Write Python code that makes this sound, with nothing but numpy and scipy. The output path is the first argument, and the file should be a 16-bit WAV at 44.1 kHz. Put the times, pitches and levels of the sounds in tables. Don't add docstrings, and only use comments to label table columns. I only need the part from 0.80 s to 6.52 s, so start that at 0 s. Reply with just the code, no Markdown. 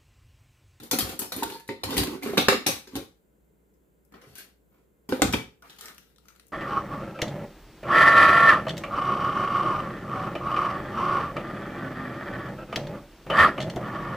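import sys
import numpy as np
from scipy import signal
from scipy.fft import rfft, irfft, next_fast_len
from scipy.io import wavfile

SR = 44100
rng = np.random.default_rng(int(sys.argv[2]) if len(sys.argv) > 2 else 0)


def dump(signal):
    limited = np.clip(np.atleast_2d(signal).T, -1, 1)
    pcm = np.round(limited * 32767).astype(np.int16)
    wavfile.write(sys.argv[1], SR, pcm)


def to_linear_factor(level_db):
    exponent = np.asarray(level_db, float) / 20
    return 10 ** exponent


N = 252252
SPAN = 1 << 14

# pitch_hz, level_db (per Hz)
AIR = [(15, -60), (25, -34), (41, -12), (64, -8), (91, -26), (108, -17), (169, -7), (220, -9), (242, -23),
       (282, -9.5), (324, -14), (455, -11), (680, -24.5), (1000, -30.5), (1300, -59), (2200, -120)]
# pitch_hz, likeness (-1 to 1)
AIR_ALIKE = [(60, 0.71), (180, 0.7), (550, 0.27), (1650, -0.22), (4970, 0.63), (15000, -0.21)]
# pitch_hz, level_db (per Hz)
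HISS = [(530, -39), (900, -16), (978, -7.5), (1210, -13), (1450, -8.5), (1780, -13.5), (3000, -19.5),
        (5520, -27), (7530, -16), (8690, -21.5), (15600, -12.5)]
# pitch_hz, width_hz, level_db
FRIDGE = [
    (61, 5.1, -74.5),
    (2100, 15, -94),
    (7560, 330, -95.5),
]
# pitch_hz, t60_s
KITCHEN_T60 = [(100, 0.3), (500, 0.28), (2000, 0.31), (6000, 0.3), (14000, 0.25)]
# pitch_hz, likeness (-1 to 1)
ECHO_ALIKE = [(100, 0.8), (400, 0.8), (800, 0.22), (1500, 0.044), (14000, 0.039)]
# pitch_hz, level_db
ECHO_COLOUR = [(60, -4.5), (300, -2), (800, 3), (2000, 3), (12000, 4.5)]
# pitch_hz, left_minus_right_db
PORT_LEAN = [(60, -2.5), (180, -2.5), (550, -4.5), (1650, -0.5), (4970, -1.5), (15000, 3)]
# time_s, left_minus_right_db
PLACE = [(0.0, 2.5), (1.15, 2), (1.42, 1), (1.75, 2), (3.09, 7), (3.47, 3), (3.9, 3), (5.23, 4),
         (5.72, 16.5)]

# pitch_hz, width_hz, level_db
CARCASS = [(59.6, 4.6, -1), (122, 59, -7.5)]
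# pitch_hz, width_hz, level_db
BOARDS = [(59, 9, -9.5), (114, 22, -9), (159, 35, -7.5), (270, 127.4, 1), (329, 52, -3), (367.4, 17, -5),
          (434.2, 55, 0.5), (474, 99, -4.5), (541.6, 34, -4.5)]
# pitch_hz, width_hz, level_db
KNOCK = [(744, 84, 2), (822, 88, 2.5), (869, 75, 1.5), (1100, 24, -3.5), (1190, 120, -5), (1530, 700, -4),
         (1695, 37, -13.5), (1860, 170, -15), (2360, 730, -3.5)]
# pitch_hz, level_db (per Hz)
BUZZ = [(530, -15), (950, -7.5), (1170, -5.5), (1630, -6.5), (3000, -7.5), (4000, -4.5), (5800, -11.5),
        (8590, -15.5), (10500, -13.5), (13200, -13.5), (15600, -21.5)]
# pitch_hz, level_db (per Hz)
RASP = [(290, -24), (500, -12), (1030, -17), (1400, -6), (1900, -9), (3250, -11), (3810, -10), (8050, -1),
        (12200, 7), (15600, 2)]
# pitch_hz, level_db (per Hz)
LINER = [(350, -1.5), (700, -3.5), (1300, 3), (2300, -3), (4400, -32), (9000, -30.5), (15600, -21)]

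# start_s, level_db
SHAKES = [(0.0, -46), (0.22, -33.5), (0.52, -42), (0.64, -45), (1.04, -32.5), (1.17, -26), (1.573, -32.5),
          (1.683, -45.5), (1.865, -36.5), (2.15, -40), (3.459, -49), (4.29, -46), (4.419, -26.5),
          (4.47, -35), (4.533, -31.5), (4.6, -58.5)]
# start_s, length_s, pitch_hz, rise_hz, level_db
SQUEAK = (3.875, .11, 12900, 1600, -70)
# start_s, peak_db, body_db, left_minus_right_db
SNAPS = [(2.94, -60.5, -17.5, 9), (3.25, -54, -28, 10.5), (3.326, -58, -9, 5), (3.34, -59, -2, 4),
         (3.583, -27, -20, -0.5), (4.823, -48.5, 4, 2.5), (4.965, -53, 4, 4), (5.561, -56.5, 7.5, 5),
         (4.9037, -43, -7, 3), (4.93, -53, 4, -1), (5.146, -43, -6, 3), (5.01, -32.5, 1, 3),
         (5.0575, -31, -4.5, 2), (5.083, -35, 1, -1), (5.1812, -40.5, 2.5, 4.5), (5.299, -65, 2, 6),
         (5.3608, -64, 14, 7), (5.383, -57.5, 8, 10), (5.4558, -59, 3, 8), (5.4838, -42.5, 3.5, 5.5),
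         (5.503, -61, 7, 1), (5.5524, -58.5, -1, 9.5), (5.597, -45, 2, 4.5), (5.6679, -47, -21, 5),
         (5.6827, -49.5, -14.5, 9.5)]
# start_s, length_s, rattle_db, boards_db
DRAGS = [(0.0, 0.11, -54.5, -42), (0.2, 0.19, -46.5, -35), (0.55, 0.26, -46, -38.5), (1.06, 0.34, -48, -30),
         (1.41, 0.2, -49, -33), (1.58, 0.082, -44, -45), (1.87, 0.15, -43.5, -65.5),
         (2.1, 0.186, -59.5, -45), (4.285, 0.16, -54, -38), (4.43, 0.11, -51, -32.5),
         (4.55, 0.1, -62, -53.5)]
# start_s, length_s, rasp_db, boards_db
RUSTLES = [(3.44, 0.31, -61, -59), (3.553, 0.11, -42.5, -61), (4.83, 0.44, -60.5, -61),
           (4.986, 0.16, -47, -61), (5.14, 0.23, -65.5, -70.5), (5.4, 0.34, -72, -69)]
# start_s, length_s, scrape_db, boards_db
SCRAPES = [(1.0, 0.057, -49, -43), (1.44, 0.15, -41, -38.5), (3.31, 0.13, -52.5, -54), (3.4, 0.1, -53, -48),
           (4.3, 0.11, -36.5, -55), (3.9, 0.18, -75.5, -62.5), (4.815, 0.084, -45.5, -57),
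           (5.0, 0.16, -47, -85), (5.46, 0.15, -67.5, -76)]
# start_s, pitch_hz, level_db, t60_s
RINGS = [(.112, 3500, -26, 0.06), (0.205, 3200, -30, 0.15), (0.2, 4600, -32, 0.15), (.522, 3900, -33, 0.08),
         (.55, 3600, -44, .2), (.0, 3630, -56, .6), (.125, 4200, -34, .15), (0.6255, 915, -27, 0.3),
         (.63, 3634, -40, 0.3), (.63, 1530, -39, .15), (.66, 1400, -43, .2), (.72, 4215, -45, .3),
         (.745, 4570, -46, .15), (.43, 5300, -48, .5), (.712, 861, -42, 0.15), (.752, 915, -41, 0.22),
         (1.179, 3800, -27, 0.08), (1.19, 4450, -33, .1), (1.108, 3650, -39, .5), (1.04, 4300, -36, .25),
         (0.891, 910, -36, 0.2), (0.893, 2050, -41, 0.25), (.892, 3640, -46, 0.4), (.62, 1125, -46, .3),
         (1.034, 4030, -25, 0.023), (1.107, 4550, -46, 0.48), (1.428, 2350, -37, .12),
         (1.424, 2090, -40, .1), (1.461, 2350, -37, .07), (1.575, 2500, -35.5, 0.17),
         (1.684, 1800, -24.5, 0.044), (1.684, 900, -24, 0.04), (1.75, 5110, -38, 0.21),
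         (4.324, 770, -24.5, 0.025), (4.421, 1470, -14.5, 0.021), (4.537, 2390, -17, 0.03),
         (4.585, 2300, -37, 0.15), (4.55, 2600, -35, .15), (4.33, 1400, -41.5, 0.16),
         (4.47, 1500, -45, 0.18), (.76, 1720, -56, .5)]
# start_s, pitch_hz, level_db, t60_s
RAPS = [(.6245, 870, -22.5, 0.035), (.655, 311, -32.5, 0.13), (.634, 700, -35.5, 0.057),
        (0.626, 1440, -45, 0.062), (0.89, 1930, -30.5, 0.027), (1.572, 1100, -20, 0.023),
        (1.5785, 525, -18, 0.062), (1.6842, 1500, 0, .004), (1.6846, 518, -12.5, 0.035),
        (1.686, 389, -18, 0.15), (1.722, 510, -19.5, 0.095), (1.888, 532, -25, 0.076),
        (3.339, 1260, -45, 0.027), (1.168, 294, -26.5, 0.072), (1.167, 1970, -29, 0.027),
        (1.217, 270, -23, .08), (1.272, 265, -29, .1), (1.325, 330, -32, .15), (1.461, 400, -25, 0.07),
        (1.461, 1100, -37, .06), (1.492, 410, -25, 0.07), (1.534, 380, -25, .07), (4.824, 1450, -49, .08),
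        (5.455, 1300, -56, .03), (5.485, 1350, -52, .03), (5.504, 1300, -53, .03), (5.552, 1300, -59, .03),
        (5.384, 1300, -56, .02), (1.13, 1500, -34, .02), (1.575, 3050, -24.5, 0.033),
        (1.535, 696, -29.5, 0.035), (1.534, 1100, -33, 0.025), (4.325, 260, -22.5, 0.12),
        (.892, 403, -32.5, 0.18), (1.686, 1172, -15, 0.064), (1.728, 1190, -17.5, .02),
        (1.8623, 2460, -17.5, 0.0011), (2.155, 277.3, -30, 0.17), (2.135, 270, -40, 0.34),
        (4.324, 511, -21, 0.07), (4.323, 1506, -26.5, 0.041), (4.396, 530, -25.5, 0.027),
        (4.396, 790, -36.5, 0.037), (4.419, 2106, -16, 0.027), (4.535, 1245, -20.5, 0.019),
        (4.54, 3160, -24.5, 0.028), (4.54, 279, -20.5, 0.06)]

# start_s, peak_db, boards_over_peak_db, brightness_db
BRUSHES = [(0.032, -36.5, -13, 2), (0.1118, -13.5, -16, 2), (0.2927, -28, -8.5, -4), (0.3915, -20, -17, 8),
           (0.877, -40, -21, 6), (0.8901, -27.5, -2, -19), (1.141, -29.5, -3, -3), (1.19, -22, -7, -3.5),
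           (1.8665, -13, -15, 1), (1.1782, -13.5, -11, -2.5), (1.424, -35.5, -9, -5),
           (2.0726, -41.5, -5.5, -8), (3.4146, -49, -29, -7), (3.5538, -36, -24, -0.5),
           (4.5262, -22.5, -16, -5), (4.897, -42, -20, -13.5), (4.9856, -40, -35, -5)]
RATTLES = [(0.1864, -14.5, -12.5, 1), (0.2053, -20, -11.5, 0.5), (0.5207, -21, -13.5, -1),
           (0.7195, -40.5, 0, -6), (1.036, -20.5, -3, -3), (1.1052, -27.5, -19, -5.5),
           (1.1672, -18, -4.5, -0.5), (1.7265, -21.5, 3, -8.5), (4.2898, -31, 4, -3)]
BLOWS = [(0.4183, -26.5, -3.5, -5), (0.5791, -37, 4, -15), (1.2708, -26, -4, -6.5),
         (1.4324, -26.5, -15.5, 0.5), (1.4603, -36.5, -3.5, -14.5), (1.573, -16.5, -3, -8.5),
         (1.5785, -6, -9.5, -6.5), (1.6842, -6, -10, -11), (1.8636, -14.5, -10, -8),
         (1.889, -27, -1.5, 0.5), (2.1544, -23, -4, -7.5)]
TAPS = [(0.631, -29.5, -32, -2), (1.2335, -32.5, -13, 0.5), (1.6174, -34, -22, -24), (3.322, -66, 4, -1),
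        (4.469, -38.5, -7, -8)]
THUDS = [(0.1318, -26.5, 6.3, -36), (0.6225, -48.5, 18.7, -20), (1.4948, -39, 8.1, -38.5),
         (1.535, -41.5, 6, -13), (2.1266, -69, 23, 5), (3.3393, -50.5, 5.1, -15), (4.3232, -33, 9.7, -6.5),
         (4.3996, -45, 7.7, -9), (4.5415, -37.5, 14.9, -34)]
SCISSORS = [(4.3232, -28.5, 2, -18.5), (4.419, -9, -2.5, 1.5), (4.5355, -14.5, -10, -16),
            (4.5405, -18.5, -5.5, -24)]
TICKS = [(0.0, -43, -6.5, -5.5), (.7, -32.5, -16, -3), (1.13, -29, -6.5, -4), (1.416, -49, -14, -12.5),
         (2.163, -30, -14, -3), (4.429, -22.5, -21.5, -15), (.5627, -28, -8, 14), (.798, -43.5, -20, -2),
         (.878, -53, -20, 1)]
# rows, knock_over_peak_db, chatter_t60_s, first_crack_over_chatter (ratio),
# drawer_echo_db, kitchen_echo_db, top_octave_db
CONTACTS = [(BRUSHES, -27.5, 0.038, 1.6, 4.2, 6.7, 0.45), (RATTLES, -15, 0.055, 1.1, 3.1, 4, 0.5),
            (BLOWS, -7, 0.046, 4, 0.74, 3, 0.5), (TAPS, -1, .08, 2, 15, 4, 0.5),
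            (THUDS, -0.5, 0.087, 1.3, 3, 3.7, -1), (SCISSORS, -7, 0.017, 7.3, 2.4, 0.69, -8.5),
            (TICKS, -11.5, 0.05, 1.6, 4.7, 2.2, 0.5)]


def unit(x):
    return x / np.sqrt(np.mean(x ** 2) + 1e-20)


def peak(x):
    return x / (np.abs(x).max() + 1e-12)


def along(points, hz):
    f, v = np.transpose(points)
    return np.interp(np.log(hz + 1), np.log(f + 1), v)


def hand_place():
    s, pan_db = np.transpose(PLACE)
    return np.interp(np.arange(N) / SR, s, pan_db)


def filtered(x, response):
    m = next_fast_len(x.shape[-1] + 4096)
    spectrum = rfft(x, m) * response(np.fft.rfftfreq(m, 1 / SR))
    return irfft(spectrum, m)[..., :x.shape[-1]]


def tilted(spectrum, bright_db):
    def response(hz):
        above_4k = np.clip(np.log2(hz / 4000 + 1e-3), 0, 1)
        above_8k = np.clip(np.log2(hz / 8000 + 1e-3), 0, 1)
        return to_linear_factor(along(spectrum, hz) + bright_db * above_4k + 0.37 * bright_db * above_8k)
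    return response


def modes(table, scatter_db):
    hz, width, db = np.transpose(table)[..., None]
    signs = (-1) ** np.arange(len(table))
    gains = to_linear_factor(db[:, 0] + scatter_db * rng.standard_normal(len(table))) * signs
    return lambda f: gains @ (1 / (1 - 1j * (hz * hz / (f + 1e-6) - f) / width))


def mesh(share):
    wire_hz = 1100 * (7000 / 1100) ** rng.random(40)
    thicket = modes([(hz, 22 + .008 * hz, 0) for hz in wire_hz], scatter_db=2)
    grid = np.geomspace(100, SR / 2, 2500)
    return lambda f: 1 + share * np.interp(f, grid, thicket(grid))


def grainy(size, spread_db, grain):
    luck = np.minimum(rng.exponential(size=size // grain + 1), 3)
    strength = np.repeat(to_linear_factor(spread_db * luck), grain)[:size]
    return unit(strength * rng.standard_normal(size))


def stroke(length_s):
    attack_s, release_s, fade_db = 0.046, 0.056, 10
    t = np.arange(round(length_s * SR)) / SR
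    rise = np.minimum(t / attack_s, 1)
    fall = np.minimum((length_s - t) / release_s, 1)
    return rise * to_linear_factor(-fade_db * t / length_s) * fall


def paired(x, alike):
    def turn(hz):
        return np.arccos(np.clip(along(alike, hz), -1, 1)) / 2
    mid, side = filtered(x, lambda hz: np.array([np.cos(turn(hz)), np.sin(turn(hz))]))
    return np.array([mid + side, mid - side])


def add(track, sound, s):
    part = track[:, round(s * SR):][:, :sound.shape[1]]
    part += sound[:, :part.shape[1]]


def kitchen():
    def noise(response):
        return unit(filtered(rng.standard_normal((2, N)), response))
    air = to_linear_factor(-66) * noise(lambda hz: to_linear_factor(along(AIR, hz)))
    hiss = to_linear_factor(-73) * noise(lambda hz: to_linear_factor(along(HISS, hz)))
    hum = sum(to_linear_factor(db) * noise(lambda f: np.exp(-((f - hz) / width) ** 2)) for hz, width, db in FRIDGE)
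    motor = to_linear_factor(-68.5) * np.sin(2 * np.pi * 59.5 * np.arange(N) / SR)
    return paired(air + hiss + hum, AIR_ALIKE) + motor


def echoes(count):
    t = np.arange(SPAN) / SR
    hz, ts, z = signal.stft(rng.standard_normal((count, 2, SPAN)), SR, nperseg=256)
    decay = to_linear_factor(-60 * ts / along(KITCHEN_T60, hz)[:, None])
    tail = signal.istft(z * decay, SR, nperseg=256)[1][..., :SPAN]
    tail = tail * (1 - to_linear_factor(-60 * t / 0.023))
    box = rng.standard_normal((count, 2, SPAN)) * to_linear_factor(-60 * t / 0.032)

    def ports(echo):
        coloured = filtered(unit(echo), lambda hz: to_linear_factor(along(ECHO_COLOUR, hz)))
        return paired(coloured, ECHO_ALIKE) / np.sqrt(SPAN)
    return [ports(e) for e in box], [ports(e) for e in tail]


def heard(x, space, pan_db, box_db, room_db):
    box, tail = (stock[rng.integers(len(stock))] for stock in space)
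    echo = to_linear_factor(box_db) * box + to_linear_factor(room_db) * tail
    wet = signal.fftconvolve(x[None], echo, axes=1)[:, :len(x)]
    return (x + wet) * to_linear_factor(np.array([[pan_db], [-pan_db]]) / 2)


def cabinet():
    rise_s, t60_s = 0.018, 0.3
    loads, t = np.zeros(N), np.arange(SR) / SR
    for s, db in SHAKES:
        loads[round(s * SR)] = to_linear_factor(db)
    swing = signal.fftconvolve(loads, to_linear_factor(-60 * t / t60_s) * (1 - np.exp(-t / rise_s)))[:N]
    body = modes(CARCASS, scatter_db=0)
    rumble = filtered(rng.standard_normal(N), lambda hz: body(hz) * (hz < 200) * (hz > 42))
    return swing * unit(rumble)


def squeak():
    s, length_s, hz, rise_hz, db = SQUEAK
    arch = np.sin(np.pi * np.clip((np.arange(N) / SR - s) / length_s, 0, 1))
    rough = np.cumsum(rng.standard_normal(N)) * .04
    return to_linear_factor(db) * arch * np.sin(2 * np.pi * np.cumsum(hz + rise_hz * arch) / SR + rough)


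def snaps(space):
    out, t = np.zeros((2, N)), np.arange(SPAN // 2) / SR
    for s, db, body_db, pan_db in SNAPS:
        click = rng.standard_normal(len(t)) * to_linear_factor(-60 * t / .007)
        shape = modes([(1350, 400, 0), (2000, 800, -4), (3500, 2000, -4)], scatter_db=2)
        body = peak(filtered(click, lambda hz: shape(hz) * (hz / 1100) ** 3 / (1 + (hz / 1100) ** 3)))
        crisp = peak(filtered(click, lambda hz: hz > 5000))
        sound = to_linear_factor(db - 1.0) * (crisp + to_linear_factor(body_db) * body)
        add(out, heard(sound, space, pan_db, box_db=-3, room_db=-4.5), s)
    return out


def basket_rattle():
    def layer(bright_db):
        chatter = filtered(grainy(N, spread_db=6, grain=24), tilted(BUZZ, bright_db))
        return unit(filtered(chatter, mesh(.22)))
    return layer(-20) + to_linear_factor(2.5) * layer(6)


def film_rasp():
    def layer(bright_db):
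        return unit(filtered(grainy(N, spread_db=3, grain=16), tilted(RASP, bright_db)))
    return layer(-20) + to_linear_factor(-7.5) * layer(0)


def rubbing(space):
    out = np.zeros((2, N))
    grumble = unit(filtered(grainy(N, spread_db=3, grain=120), modes(BOARDS[3:], scatter_db=0)))
    scrape = unit(filtered(grainy(N, spread_db=-1.5, grain=40), lambda hz: to_linear_factor(along(LINER, hz))))
    for rows, texture in ((DRAGS, basket_rattle()), (RUSTLES, film_rasp()), (SCRAPES, scrape)):
        for s, length_s, db, boards_db in rows:
            shape = stroke(length_s)
            span = slice(round(s * SR), round(s * SR) + len(shape))
            sound = to_linear_factor(db - 9.5) * texture[span] + to_linear_factor(boards_db - 7.0) * grumble[span]
            sound = np.pad(sound * shape[:len(sound)], (0, SPAN))
            add(out, heard(sound, space, 0, box_db=5.5, room_db=1.5), s)
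    return out * to_linear_factor(hand_place() * [[.5], [-.5]])


def wires(space):
    out, t = np.zeros((2, N)), np.arange(SPAN) / SR
    for s, hz, db, t60 in RINGS + RAPS:
        drift = np.cumsum(rng.standard_normal(SPAN)) * .006
        ring = np.sin(2 * np.pi * hz * t + drift)
        ring += .35 * np.sin(2 * np.pi * hz * 1.012 * t - drift)
        onset = 1 - np.exp(-t / 0.00033)
        fade = to_linear_factor(db - 60 * t / min(t60, .9)) * np.cos(np.pi / 2 * t / t[-1]) * onset
        add(out, heard(ring * fade, space, 1.5, box_db=-13, room_db=-12), s)
    return out


def contact(boards_db, bright_db, knock_db, t60, hard, top_db):
    t = np.arange(SPAN) / SR
    chatter = grainy(SPAN, spread_db=2, grain=24) * to_linear_factor(-60 * t / max(t60, .004))
    blow = np.exp(-t / 0.00026) * 3 + chatter * 0.21 * to_linear_factor(-60 * t / 0.13)
    crack = chatter * (1 + hard * to_linear_factor(-60 * t / 0.015))
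    colour, baskets = tilted(BUZZ, bright_db + 4), mesh(.05)

    def wire(hz):
        return colour(hz) * baskets(hz) * to_linear_factor(top_db * np.clip(hz / 4000 - 2, 0, 1))
    buzz = peak(filtered(crack, wire))
    thump = peak(filtered(blow, modes(BOARDS[1:], scatter_db=3)))
    knock = peak(filtered(blow, modes(KNOCK, scatter_db=4)))
    return buzz + to_linear_factor(boards_db + 1.5) * thump + to_linear_factor(knock_db - 1.5) * knock


def hits(space):
    out, place = np.zeros((2, N)), hand_place()
    for rows, knock_db, t60, hard, box_db, room_db, top_db in CONTACTS:
        for s, db, boards_db, bright_db in rows:
            sound = to_linear_factor(db - 3.0) * contact(boards_db, bright_db, knock_db, t60, hard, top_db)
            add(out, heard(sound, space, place[round(s * SR)], box_db, room_db), s)
    return out


def scene():
    lead_s = 4 / SR
    space = echoes(count=20)
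    near = cabinet() + squeak() + snaps(space) + rubbing(space) + wires(space) + hits(space)

    def ports(hz):
        lean = to_linear_factor(along(PORT_LEAN, hz) * [[.5], [-.5]])
        return lean * np.exp(-2j * np.pi * hz * [[0], [lead_s]])
    return kitchen() + filtered(near, ports)


def roll_off(x):
    return signal.sosfilt(signal.butter(12, 16640, fs=SR, output="sos"), x)


def record(dry):
    band = [(20, -16), (45, 0), (15300, 0), (15800, -23), (16600, -25), (16700, -120)]  # (Hz, dB)
    x = filtered(dry, lambda hz: to_linear_factor(along(band, hz)))
    x = x / (1 + np.abs(x / 1.1) ** 4) ** (1 / 4)
    return roll_off(x)


dry = scene()
out = record(dry)
dump(out)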